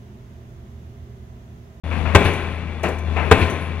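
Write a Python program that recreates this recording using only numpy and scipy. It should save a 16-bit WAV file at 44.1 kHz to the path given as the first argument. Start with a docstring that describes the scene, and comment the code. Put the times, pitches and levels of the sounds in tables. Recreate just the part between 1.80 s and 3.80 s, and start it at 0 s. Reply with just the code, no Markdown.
"""An open building site, a pile driver to the left of a stereo microphone. The ram falls twice on a
concrete pile, thumps the ground and rings the steel rig; distant buildings throw each blow back.
Between blows the hammer gear clanks and small steel parts chink, over a steady diesel.
The blows overload the recorder, whose limiter then holds the louder left side down."""
import sys
import numpy as np
from scipy import signal
from scipy.fft import rfft, irfft, next_fast_len
from scipy.io import wavfile
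from scipy.ndimage import uniform_filter1d, minimum_filter1d, map_coordinates

SR = 44100
rng = np.random.default_rng(int(sys.argv[2]) if len(sys.argv) > 2 else 0)


def bounce(signal):
    """Save signal as a 16-bit WAV file at the path given by the first command-line argument."""
    frames = np.transpose(np.atleast_2d(signal))
    limited = np.clip(frames, -1, 1)
    pcm = np.round(limited * 32767).astype(np.int16)
    wavfile.write(sys.argv[1], SR, pcm)


N = 88200
T = np.arange(N) / SR

# long modes of the steel mast and hammer cage: f/Hz, level/dB, t60/s
MAST_MODES = [(176.4, -3.5, 1.06), (361.5, -1.5, 0.88), (409, -1, 1.05), (668, -1.5, 0.75), (811, -7, 0.86),
              (1028, -2.5, 1.17), (1065, -6, 1.32), (1222, -22, 0.55), (1557, -5.5, 0.82),
              (2220, -19, 0.91), (2312, -5.5, 1.33), (2595, -11, 0.86), (3133, -37, .7), (3404, -14, 1)]


def ram():
    """Each blow cracks, thumps the ground, rings pile and mast, and returns from the buildings."""
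    # ram blows: t/s, level/dB, mast ring/dB, echo delay/s, echo/dB
    blows = [(0.348, 0, 2, 0.0976, -0.5), (1.5116, 0, 1, 0.0961, -1)]
    # short modes of helmet and pile: f/Hz, level/dB, t60/s
    pile_modes = [(180.8, -5.5, .3), (338.5, -14.5, 0.097), (424, -1, .12), (466.4, -8, .1), (780, 0, 0.1),
                  (855, 1.5, 0.088), (1013.6, -4.5, 0.13), (1082, 1.5, 0.056), (1235, -4.5, 0.083),
                  (1415, -14.5, 0.09), (1563, 0.5, 0.11), (1985, -10, 0.043), (2160, -4, 0.075),
                  (2612, -11.5, 0.15)]
    # spectrum of the impact: f/Hz, density/dB
    crack_spectrum = [(40, -14), (130, -3.5), (260, -5.5), (450, 3), (1000, -5), (2500, -6.5),
                      (3500, -14.5), (5000, -27), (9000, -28), (15000, -47)]
    # spectrum of its echo off the buildings: f/Hz, density/dB
    echo_spectrum = [(30, -7), (58, 2), (130, 9.5), (400, 0.5), (1000, -15), (2500, -2), (4000, -15.5),
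                     (6000, -28.5), (14000, -44)]
    out = np.zeros((2, N))
    for s, db, ring_db, delay, echo_db in blows:
        crack = amp(-2.5) * noise(crack_spectrum) * envelope(s, rise=0.0032, hold=0.012, t60=0.048)
        ground = amp(1.5) * thump(s, hz=87.1, rise=0.0067, hold=0.014, t60=0.082)
        pile = amp(-4.5) * ring(s, pile_modes, rise=0.0018, drift=0.2, spread_s=0.00298)
        mast = amp(-21.5 + ring_db) * ring(s, MAST_MODES, rise=0.0036, drift=0.64)
        echo = amp(-16.5) * noise(echo_spectrum) * envelope(s + delay, rise=0.0079, hold=0.021, t60=0.19)
        boom = amp(-8) * thump(s + delay, hz=84.36, rise=0.0124, hold=0.024, t60=0.34)
        tail = amp(-12.5) * site_tail(s, rise=0.015)
        out += amp(db) * (crack + ground + pile + mast + tail + amp(echo_db) * (echo + boom))
    return out * pan(left_db=0.5)


def thump(s, hz, rise, hold, t60):
    """A few low cycles of pile and ground."""
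    return envelope(s, rise, hold, t60) * np.sin(2 * np.pi * hz * (T - s))


def ring(s, modes, rise, drift, spread_s=0):
    """Modes struck at time s, each starting within spread_s and wandering by about drift radians."""
    out = np.zeros(N)
    for hz, db, t60 in modes:
        start = s + spread_s * rng.random()
        phase = 2 * np.pi * (hz * (T - start) + rng.random()) + drift * wobble(39.94)
        out += amp(db + rng.normal(0, 1)) * envelope(start, rise, 0, t60) * np.sin(phase)
    return out


def site_tail(s, rise):
    """Scatter from the ground and the site around; each frequency dies at its own speed."""
    # spectrum of the scatter: f/Hz, density/dB
    scatter_spectrum = [(30, -3), (60, 0), (130, 3.5), (260, -0.5), (420, 1.5), (1000, -7), (1700, -8.5),
                        (2500, -7.5), (3500, -18), (5000, -31), (10000, -34.5), (15000, -50)]
    # decay of the site: f/Hz, t60/s
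    decay_times = [(60, 1.16), (200, 1.42), (500, 1), (2500, 1.42), (5000, 1.25), (14000, 0.86)]
    hz, t, bands = signal.stft(noise(scatter_spectrum), SR, nperseg=512)
    fade = np.exp(-np.log(1000) * np.maximum(t - s, 0) / along(decay_times, hz)[:, None])
    tail = signal.istft(bands * fade, SR, nperseg=512)[1][:, :N]
    return tail * np.clip((T - s) / rise, 0, 1)


def gear():
    """The hammer gear clanks: a dense steel clatter that also stirs the mast."""
    # clanks: t/s, level/dB, rise/s, t60/s, low edge/Hz, high edge/Hz
    clanks = [(0.111, -30.5, 0.0027, 0.37, 890, 3270), (0.251, -29, 0.0055, 0.76, 880, 3000),
              (1.032, -15.5, 0.0069, 0.43, 230, 7100), (1.36, -22, 0.0083, 0.58, 640, 2880)]
    # spectrum of the clatter: f/Hz, density/dB
    clatter_spectrum = [(150, 5), (450, 7.5), (800, 0), (1600, -4.5), (2600, -2.5), (3400, -18),
                        (5000, -25), (10000, -28), (15000, -33)]
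    out = np.zeros((2, N))
    for s, db, rise, t60, low_hz, high_hz in clanks:
        band = lambda hz: (1 + (low_hz / (hz + 1)) ** 4) ** -.5 * (1 + (hz / high_hz) ** 4) ** -.5
        clatter = unit(filtered(noise(clatter_spectrum), band)) * envelope(s, rise, hold=0.013, t60=t60)
        mast = amp(-15) * ring(s, MAST_MODES, rise=0.013, drift=0.24)
        out += amp(db) * (clatter + mast)
    return out * pan(left_db=0.5)


def chinks():
    """Loose steel parts tick and ring high after the rig is shaken."""
    # contacts: t/s, tick/dB, low ring/dB, high ring/dB
    contacts = [(0.445, -47, -56, -46), (0.533, -47, -57, -57), (1.031, -42.5, -70, -60),
                (1.084, -43.5, -70, -61), (1.184, -51, -62, -77.5), (1.59, -57, -66, -50),
                (1.698, -43.5, -51.5, -51.5), (1.805, -75, -66, -55)]
    # lower and upper modes of the parts: f/Hz, level/dB, t60/s
    low_modes = [(6000, 2.5, 0.4), (6067, 2, 0.33), (6300, -1, .2)]
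    high_modes = [(10050, -8, 0.55), (10410, 5.5, 0.43), (10520, 1.5, 0.27)]
    # spectrum of a tick: f/Hz, density/dB
    tick_spectrum = [(3000, -17), (6000, -2), (8500, -3), (15000, -16)]
    out = np.zeros((2, N))
    for s, tick_db, low_db, high_db in contacts:
        out += amp(tick_db) * noise(tick_spectrum) * envelope(s, rise=0.002, hold=0.006, t60=0.058)
        out += amp(low_db) * ring(s, low_modes, rise=0.002, drift=0.4)
        out += amp(high_db) * ring(s, high_modes, rise=0.002, drift=0.36)
    return amp(5) * out


def diesel():
    """Exhaust drone at the firing rate; steady machine noise pulses with each firing."""
    # engine: t/s, firing rate/Hz, exhaust level/dB
    engine = [(0.03, 79.6, -25), (0.3, 80.2, -23), (0.55, 81.17, -25.5), (0.901, 80.3, -26.5),
              (1.35, 78.75, -21.5), (1.65, 81.1, -27), (2.0, 81.7, -22)]
    # exhaust harmonics: multiple of the firing rate, level/dB
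    orders = [(1, -1.5), (2, -19), (3, -21)]
    # spectrum of the machine noise: f/Hz, density/dB
    machine_spectrum = [(25, -9), (62, 0), (180, 2), (310, -7), (700, -9), (1500, -16.5), (2500, -15),
                        (3500, -24.5), (5000, -34.5), (8000, -43.5), (11000, -46.5), (12500, -60),
                        (15500, -60)]
    # steady whines: f/Hz, level/dB
    whines = [(226, -48.5), (1066, -49), (2304, -55), (3451, -56), (10640, -68.5)]
    s, rate, level = np.transpose(engine)
    phase = 2 * np.pi * np.cumsum(np.interp(T, s, rate)) / SR
    level_db = np.interp(T, s, level)
    exhaust = sum(amp(level_db + db + 0.6 * wobble(18.4)) * np.sqrt(2)
                  * np.sin(k * phase + 0.088 * wobble(25.2)) for k, db in orders)
    drift_db = 0.12 * (level_db - level.min())
    firing = 1 + 0.24 * np.sin(phase)
    machine = amp(-31.5 + drift_db + 0.54 * wobble(18)) * noise(machine_spectrum) * firing
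    whine = sum(amp(db + 2.7 * wobble(12.33)) * np.sqrt(2)
                * np.sin(2 * np.pi * hz * T + hz / 9000 * wobble(250)) for hz, db in whines)
    return exhaust * pan(left_db=-0.1) + (machine + whine) * pan(left_db=1.5)


def noise(spectrum):
    """Coloured stereo noise of rms 1, near mono in the bass."""
    # likeness of the two channels: f/Hz, correlation
    likeness = [(40, .93), (300, .98), (1200, .96), (2300, .88), (4000, .55), (10000, .65)]

    def mid_side(hz):
        angle = np.arccos(np.clip(along(likeness, hz), 0, 1)) / 2
        return amp(along(spectrum, hz)) * [np.cos(angle), np.sin(angle)]

    mid, side = filtered(rng.standard_normal((2, N)), mid_side)
    return unit(np.array([mid + side, mid - side]))


def envelope(s, rise, hold, t60):
    """Straight rise from time s, exponential decay from s + hold; all in seconds."""
    return np.clip((T - s) / rise, 0, 1) * np.exp(-np.log(1000) * np.maximum(T - s - hold, 0) / t60)


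def wobble(rate):
    """A smooth random curve, rate knots a second."""
    return map_coordinates(rng.standard_normal(1024), [T * rate], mode="wrap")


def filtered(x, response):
    """x through a complex frequency response."""
    size = next_fast_len(N + SR // 2)
    return irfft(rfft(x, size) * response(np.fft.rfftfreq(size, 1 / SR)), size)[..., :N]


def along(points, hz):
    """Interpolate (f/Hz, value) points on a log frequency axis."""
    freqs, values = np.transpose(points)
    return np.interp(np.log(hz + 1), np.log(freqs + 1), values)


def amp(db):
    """Decibels to amplitude."""
    return 10 ** (np.asarray(db) / 20)


def unit(x):
    """Scale to rms 1."""
    return x / np.sqrt(np.mean(x ** 2) + 1e-20)


def pan(left_db):
    """Channel gains that put left above right by left_db."""
    return amp([[left_db / 2], [-left_db / 2]])


def scene(lead_s=0.00006):
    """The rig stands left of the microphone: louder and slightly earlier on that side."""
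    # balance at the microphone: f/Hz, left over right/dB
    balance = [(60, 12.9), (500, 11.4), (2000, 9.6), (4000, 12), (10000, 13.1)]
    sides = np.array([[.5], [-.5]])
    placement = lambda hz: amp(sides * along(balance, hz)) * np.exp(2j * np.pi * hz * sides * lead_s)
    return filtered(ram() + gear() + chinks() + diesel(), placement)


def limiter(x, threshold_db=-6, slope=0.39, max_cut_db=7.5, hold_s=0.87, release_s=0.12):
    """Each channel is turned down at once by a loud sound, held there, then released."""
    power = np.abs(uniform_filter1d(x ** 2, size=130, axis=1))
    over_db = 10 * np.log10(power + 1e-12) - threshold_db
    gain_db = -np.clip(slope * over_db, 0, max_cut_db)
    half_hold, half_release = int(hold_s * SR / 2), int(release_s * SR / 2)
    held = minimum_filter1d(gain_db, 2 * half_hold + 1, axis=1, origin=half_hold, mode="nearest")
    held = np.minimum(held, np.outer([-5.5, 0], T < 0.051))  # the left side starts turned down
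    released = uniform_filter1d(held, 2 * half_release + 1, axis=1, origin=half_release, mode="nearest")
    return x * amp(np.minimum(held, released))


def record(dry, silence_s=0.0352, top_hz=15800):
    """The microphone dulls two treble bands; the recorder limits, clips and cuts the very top."""
    # dips in the microphone's response: f/Hz, width/Hz, level/dB
    dips = [(3114, 160, -3.5), (5060, 190, -8)]
    response = lambda hz: amp(sum(db * np.exp(-((hz - f) / width) ** 2) for f, width, db in dips))
    mic = filtered(dry, response)
    fade_in = np.clip((T - silence_s) / 0.004, 0, 1)  # the sound fades in after a brief silence
    clipped = np.clip(limiter(mic) * fade_in, -0.98, 0.98)
    return filtered(clipped, lambda hz: hz < top_hz)


dry = scene()
out = record(dry)
bounce(out)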